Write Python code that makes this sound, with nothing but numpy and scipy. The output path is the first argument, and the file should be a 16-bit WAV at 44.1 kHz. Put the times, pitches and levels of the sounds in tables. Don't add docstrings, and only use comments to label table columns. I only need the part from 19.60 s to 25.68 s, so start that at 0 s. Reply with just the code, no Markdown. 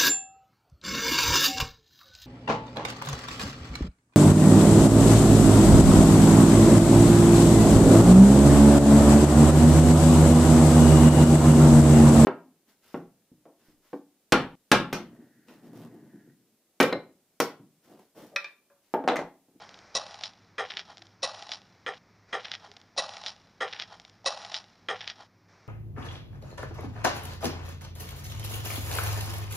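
import sys
import numpy as np
from scipy import signal
from scipy.fft import rfft, irfft, next_fast_len
from scipy.io import wavfile
from scipy.ndimage import uniform_filter1d

SR = 44100
rng = np.random.default_rng(int(sys.argv[2]) if len(sys.argv) > 2 else 0)


def dump(signal):
    limited = np.clip(np.atleast_2d(signal).T, -1, 1)
    pcm = np.round(limited * 32767).astype(np.int16)
    wavfile.write(sys.argv[1], SR, pcm)


def magnitude_from_level(level_db):
    exponent = np.asarray(level_db, float) / 20
    return 10 ** exponent


N = 268083
UNEVEN_S, UNEVEN_DB, JOLT_UNEVEN_S = .0006, 1.2, .0011

# landing_s, level_db, lift_s, catch_s, bright_hz (brightest pitch of the landing)
PUSHES = [
    (0.3447, -0.5, .98, 0.6363, 5200),
    (1.623, 0.5, 2.43, 1.9182, 4000),
    (3.37, 2, 4.0, 3.6627, 3600),
    (4.6531, 2.5, 5.5, 4.9431, 3800),
]
# contact, start_s (after landing), rise_s, hold_s, fade_t60_s, level_db
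PUSH_MOVES = [
    ("scrape", -.003, .003, .008, .03, -45),
    ("land", .001, .008, .021, .045, -33),
    ("press", .0, .03, .01, .4, -41),
    ("drag", .05, .03, .25, .25, -54),
    ("scrape", .284, .011, .012, .14, -40),
    ("trail", .2, .1, .1, 1.4, -68),
]
PUSH_CONTACTS = {"land": (2.5, -6, 0.1, -6.5, .95), "press": (2, -9, -3, -13, .6),
                 "drag": (0.5, -5, -2, -10, .25), "scrape": (-13, -12, 0.1, -20, .05),
                 "trail": (-3, -5, -1.5, -11, .2)}
# pitch_hz, width_hz, level_db
PUSH_MODES = [(524, 44, -1), (610, 70, 4), (1113, 82, -2), (1943, 23, -1.5), (2651, 25, -5.5),
              (3100, 90, -10.5), (3444, 35, -11.5), (3924, 110, 3), (4335, 200, -3.5), (4975, 140, -2),
              (5400, 49, -5), (5650, 46, -1.5), (6596, 85, -11), (6830, 60, -21), (9140, 680, -19.5)]
# start_s (after landing), peak_db, pitch_ratio (of bright_hz), low_db
PUSH_JOLTS = [(.008, -17, 1.03, -5), (.013, -16, 0.98, -6), (.022, -17, 0.97, -9), (.025, -18, 0.95, -10),
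              (.028, -19, 1.02, -5), (.042, -27, 0.8, -5)]


def pushes():
    sweep = sweeping(stroke(PUSH_MOVES, PUSH_CONTACTS, PUSH_MODES), PUSHES)
    return sweep + jolts(landing_jolts(PUSH_JOLTS, PUSHES), PUSH_MODES)


# landing_s, level_db, lift_s, catch_s, bright_hz (brightest pitch of the landing)
PULLS = [
    (-.306, 3, .34, -0.1075, 2400),
    (0.975, 1.9, 1.56, 1.1705, 2450),
    (2.2576, -2, 2.384, 2.456, 2400),
    (2.7205, 1, 4, 2.9168, 2400),
    (3.999, 3, 4.64, 4.1988, 2300),
    (5.2797, 1.5, 5.67, 5.477, 2650),
]
# contact, start_s (after landing), rise_s, hold_s, fade_t60_s, level_db
PULL_MOVES = [
    ("land", .003, .008, .024, .06, -33),
    ("press", .008, .02, .012, .16, -34.5),
    ("drag", .05, .03, .14, .25, -60.5),
    ("scrape", .122, .008, .006, .035, -41),
    ("scrape", .18, .02, .025, .09, -46),
    ("brush", .27, .045, .032, .1, -53),
    ("trail", .2, .1, .05, 1.0, -64),
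]
PULL_CONTACTS = {"land": (-2, -4, -9, -22, .95), "press": (1.5, -6, -13, -32, .9),
                 "drag": (1, 3, 2, -13, .25), "scrape": (-13, -3, 0.1, -30, .25),
                 "brush": (2, -10, -7, -19, .1), "trail": (-2, -7, -1, -10, .15)}
# pitch_hz, width_hz, level_db
PULL_MODES = [(426, 43, -2), (502, 46, 3.5), (763, 46, 1), (1173, 128, -6), (1372, 26, 0.5), (1745, 35, -4),
              (1932, 122, 3), (2400, 50, -6), (3007, 61, -11), (3220, 34, -3), (3420, 34, -15.5),
              (3880, 44, -12.5), (5070, 60, -14), (6370, 90, -19), (6800, 100, -27), (8510, 410, -24)]
# start_s (after landing), peak_db, pitch_ratio (of bright_hz), low_db
PULL_JOLTS = [(.0076, -18, 0.99, -8), (.0125, -21, 1.1, -3), (.02, -23, 0.98, 0), (.031, -22, 0.84, -1)]


def pulls():
    sweep = sweeping(stroke(PULL_MOVES, PULL_CONTACTS, PULL_MODES), PULLS)
    return sweep + jolts(landing_jolts(PULL_JOLTS, PULLS), PULL_MODES)


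BAND_EDGES_HZ = [300, 1500, 2800, 6100, 10500]
# pitch_hz, level_db (per Hz)
GRIT = [(250, -27.5), (520, -13.5), (700, 1), (1000, -2.5), (1500, -13), (2200, -16), (3870, -3),
        (5750, -6.5), (6150, -22.5), (7100, -22.5), (7500, -36), (9800, -30), (10700, -47.5)]


def stroke(moves, contacts, modes):
    t = np.arange(int(.7 * SR)) / SR - .02
    tips = slips(len(t), per_s=6000.0, spread_db=2.5, clump_db=3.44)
    head = 0
    for k, (hz, width_hz, db) in enumerate(modes):
        ring = resonance(resonance(tips, hz, 0.99 * width_hz), hz, 4 * 0.99 * width_hz)
        head = head + (-1) ** k * magnitude_from_level(db) * ring

    grains = slips(len(t), per_s=4000.0, spread_db=4.0, clump_db=3.5)
    grains = grains + 0.19 * np.roll(grains, 25) - 0.24 * np.roll(grains, 83) + 0.26 * np.roll(grains, 211)
    grit = coloured(grains, GRIT)

    rung, scratched = 0, 0
    for contact, start_s, rise_s, hold_s, t60_s, db in moves:
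        *colour_db, share = contacts[contact]
        fade_db = -60 * np.maximum(t - start_s - rise_s - hold_s, 0) / t60_s
        shape = np.clip((t - start_s) / rise_s, 0, 1) ** 2 * magnitude_from_level(db + fade_db)
        power = (magnitude_from_level(np.array(colour_db))[:, None] * shape) ** 2
        share = np.clip(share, 0, 1) ** np.array([[2], [1], [1], [4]])
        share = share * [[1], [1], [1], [.6]]
        rung = rung + share * power
        scratched = scratched + (1 - share) * power

    out = 0
    for k, (low_hz, high_hz) in enumerate(zip(BAND_EDGES_HZ, BAND_EDGES_HZ[1:])):
        out = out + np.sqrt(rung[k]) * evened(head, low_hz, high_hz)
        out = out + np.sqrt(scratched[k]) * evened(grit, low_hz, high_hz)
    return out


def slips(size, per_s, spread_db, clump_db):
    clumps = rms_one(signal.lfilter([1], [1, -1.98, .9801], rng.standard_normal(size)))
    sizes = magnitude_from_level(spread_db * np.minimum(rng.exponential(1, size), 4) + clump_db * clumps)
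    return sizes * rng.choice([-1, 1], size) * (rng.random(size) < per_s / SR)


def sweeping(sound, strokes):
    out = np.zeros(N + 2 * SR)
    for landing_s, db, lift_s, *_ in strokes:
        start = round((landing_s - .02 + 1) * SR)
        left_s = lift_s - landing_s + .02 - np.arange(len(sound)) / SR
        out[start:start + len(sound)] += magnitude_from_level(db) * sound * np.clip(left_s / .003, 0, 1)
    return out[SR:SR + N]


def landing_jolts(pattern, strokes):
    events = []
    for landing_s, _, lift_s, _, bright_hz in strokes:
        harder_db = 10 * np.log2(bright_hz / strokes[2][4])
        for s, peak_db, ratio, low_db in pattern:
            late, loud = rng.standard_normal(2)
            if .01 < landing_s + s < lift_s:
                at_s = landing_s + s + JOLT_UNEVEN_S * late * (s != 0)
                peak_db = peak_db + harder_db + UNEVEN_DB * loud
                events.append((at_s, peak_db, ratio * bright_hz, low_db - harder_db))
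    return events


def jolts(events, modes):
    out, t = np.zeros(N + SR), np.arange(1800) / SR
    hz, width_hz, level_db = np.transpose(modes)[:, :, None]
    decay = np.exp(-np.pi * (0.89 * width_hz + 60) * t)
    rings = -magnitude_from_level(level_db) * np.sin(2 * np.pi * hz * t) * decay
    rings = rings * np.minimum(t * hz / 1.3, 1)
    thud = magnitude_from_level(-33.0) * np.sin(2 * np.pi * 170 * t) * np.exp(-t / 0.0053)
    crack = -.7 * np.sin(2 * np.pi * 3000 * t) * np.exp(-t / 0.00013)
    luck_db = rng.normal(0, 1.6, (len(events), len(modes), 1))
    for (s, peak_db, bright_hz, low_db), own_db in zip(events, luck_db):
        near = magnitude_from_level(own_db) * np.exp(-(np.log(hz / bright_hz) / 0.51) ** 2)
        high = np.sum(near * rings * (hz > 1500), axis=0)
        low = np.sum(magnitude_from_level(own_db) * rings * (hz <= 1500), axis=0)
        high = high / abs(high).max()
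        low = magnitude_from_level(low_db - 4) * low / abs(low).max()
        at = round(s * SR) - 8
        out[at:at + len(t)] += magnitude_from_level(peak_db - 5) * (high + low + thud + crack)
    return out[:N]


# start_s (from the catch), peak_db, pitch_hz, knock_db
PUSH_FLICKS = [(-.170, -29, 3600, 1), (-.1255, -29, 3850, -6), (-.094, -25, 3900, -6),
               (-.092, -33, 2800, 4), (-.025, -24.5, 3800, -3), (-.010, -36, 3600, -15),
               (0, -14, 3750, -30), (.003, -21.5, 3800, -24), (.018, -33, 4400, -8), (.1, -39, 3750, -8)]
# start_s (from the catch), peak_db, pitch_hz, knock_db
PULL_FLICKS = [(-.132, -32, 2400, 3), (-.119, -29, 2250, 2), (-.0695, -30, 3450, -10),
               (-.0650, -31, 2950, -22), (-.0613, -29, 2800, -19), (-.053, -32, 2950, -20),
               (-.033, -29, 2750, -22), (0, -13.5, 3400, -29), (.009, -29, 3050, -17),
               (.018, -31, 3600, -20), (.0237, -19.5, 3480, -31), (.036, -31, 3400, -20),
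               (.2, -30.5, 4000, -7), (.25, -32.5, 3780, -11), (.2522, -34, 3870, -5),
               (.2975, -36, 4150, -23)]
# start_s,
# peak_db, pitch_hz, knock_db
EXTRA_GRAINS = [(0.6394, -16, 4070, -28), (1.1058, -22, 3060, -17), (1.1191, -22, 2800, -25),
                (1.1768, -20, 3200, -20), (1.3813, -30, 3850, -10), (2.8534, -22, 2900, -23),
                (2.9518, -20, 3540, -27), (3.3645, -38, 4500, 12), (4.1348, -21, 2930, -25),
                (4.6445, -38, 4700, 13), (4.9207, -23.5, 3900, -5), (4.9487, -20, 3470, -29)]


def flicked_grains():
    return flicks(caught_grains(PUSH_FLICKS, PUSHES) + caught_grains(PULL_FLICKS, PULLS) + EXTRA_GRAINS)


def caught_grains(pattern, strokes):
    events = []
    for _, db, lift_s, catch_s, _ in strokes:
        for s, peak_db, hz, knock_db in pattern:
            late, loud = rng.standard_normal(2)
            if .01 < catch_s + s < lift_s:
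                at_s = catch_s + s + UNEVEN_S * late * (s != 0)
                events.append((at_s, peak_db + db / 2 + UNEVEN_DB * loud, hz, knock_db))
    return events


def flicks(events):
    out, t = np.zeros(N + SR), np.arange(-30, 500) / SR
    after = np.maximum(t, 0)
    rattles = rms_one(band(rng.standard_normal((len(events), len(t))), 1700, 5100))
    for (s, peak_db, hz, knock_db), rattle in zip(events, rattles):
        tick = np.cos(2 * np.pi * hz * (t - .00003)) * np.exp(-(t * hz / .5) ** 2)
        echo = 0.23 * np.roll(tick, 25)
        tail = 0.081 * rattle * (t > 0) * np.exp(-after / 0.0023)
        knock_shape = (after / 0.0019) * np.exp(1 - after / .0012)
        knock = magnitude_from_level(knock_db - 8.5) * np.sin(2 * np.pi * 750 * after) * knock_shape
        at = round(s * SR) - len(t[t < 0]) + 9
        out[at:at + len(t)] += magnitude_from_level(peak_db) * (tick + echo + tail + knock)
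    return signal.sosfilt(signal.butter(2, [350, 7000], "band", fs=SR, output="sos"), out[:N])


# start_s, level_db
HISS = [(0, -55), (.33, -57.5), (.8, -65), (2.38, -64.5), (2.39, -65), (2.68, -65.5), (2.69, -58),
        (3.3, -65.5), (4.6, -65.5), (5.67, -65.5), (5.68, -69), (5.88, -68.5), (5.89, -61.5), (6.08, -62)]
# pitch_hz, level_db (per Hz)
HISS_COLOUR = [(200, -24), (300, -7.5), (650, -1.5), (1200, -3), (1630, -4.5), (2300, -6), (2900, -17),
               (5600, -10.5), (7100, -24.5), (7800, -32), (10500, -42)]
# pitch_hz, level_db (per Hz)
RUMBLE = [(12, -15), (40, -22), (55, -8), (75, -19.5), (100, 2), (135, -10.5), (150, -10.5), (178, -1),
          (210, -8), (350, -13), (600, -23)]
# start_s, length_s, pitch_hz, level_db
HUMS = [
    (1.108, 0.13, 395, -60),
    (1.382, 0.1, 334, -63),
    (3.082, 0.048, 410, -57.5),
]


def yard():
    t = np.arange(N) / SR
    s, level_db = np.transpose(HISS)
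    hiss = magnitude_from_level(np.interp(t, s, level_db)) * coloured(rng.standard_normal(N), HISS_COLOUR)
    hums = 0
    for start_s, length_s, hz, db in HUMS:
        swell = np.sin(np.pi * np.clip((t - start_s) / length_s, 0, 1)) ** .5
        hums = hums + magnitude_from_level(db) * swell * np.sin(2 * np.pi * hz * t)
    return hiss + hums + magnitude_from_level(-64) * coloured(rng.standard_normal(N), RUMBLE)


# pitch_hz, level_db (per Hz)
AIR = [(7000, -14.5), (12000, -1), (14000, -5.5), (14900, 4), (15450, 3), (15550, -27.5)]


def microphone(dry):
    cut = signal.sosfilt(signal.cheby2(10, 50, 11700, fs=SR, output="sos"), dry)
    return cut + magnitude_from_level(-90.5) * coloured(rng.standard_normal(N), AIR)


def rms_one(x):
    return x / np.sqrt(np.mean(x ** 2) + 1e-20)


def coloured(x, spectrum):
    hz, level_db = np.transpose(spectrum)
    size = next_fast_len(len(x))
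    axis_hz = np.maximum(np.arange(size // 2 + 1) * SR / size, 1)
    gain = magnitude_from_level(np.interp(np.log(axis_hz), np.log(hz), level_db, left=-90, right=-90))
    return rms_one(irfft(rfft(x, size) * gain, size)[:len(x)])


def resonance(x, hz, width_hz):
    r = np.exp(-np.pi * width_hz / SR)
    poles = [1, -2 * r * np.cos(2 * np.pi * hz / SR), r * r]
    return signal.lfilter(np.array([1, 0, -1]) * (1 - r * r) / 2, poles, x)


def band(x, low_hz, high_hz):
    return signal.sosfilt(signal.butter(4, [low_hz, high_hz], "band", fs=SR, output="sos"), x)


def evened(x, low_hz, high_hz):
    part = band(x, low_hz, high_hz)
    return rms_one(part / uniform_filter1d(part ** 2 + 1e-18, size=900) ** .18)


def scene():
    return np.tile(pushes() + pulls() + flicked_grains() + yard(), (2, 1))


def top_cut(x):
    return signal.sosfilt(signal.butter(12, 15500, fs=SR, output="sos"), x)


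def record(dry):
    mix = microphone(dry)
    return top_cut(mix)


dry = scene()
out = record(dry)
dump(out)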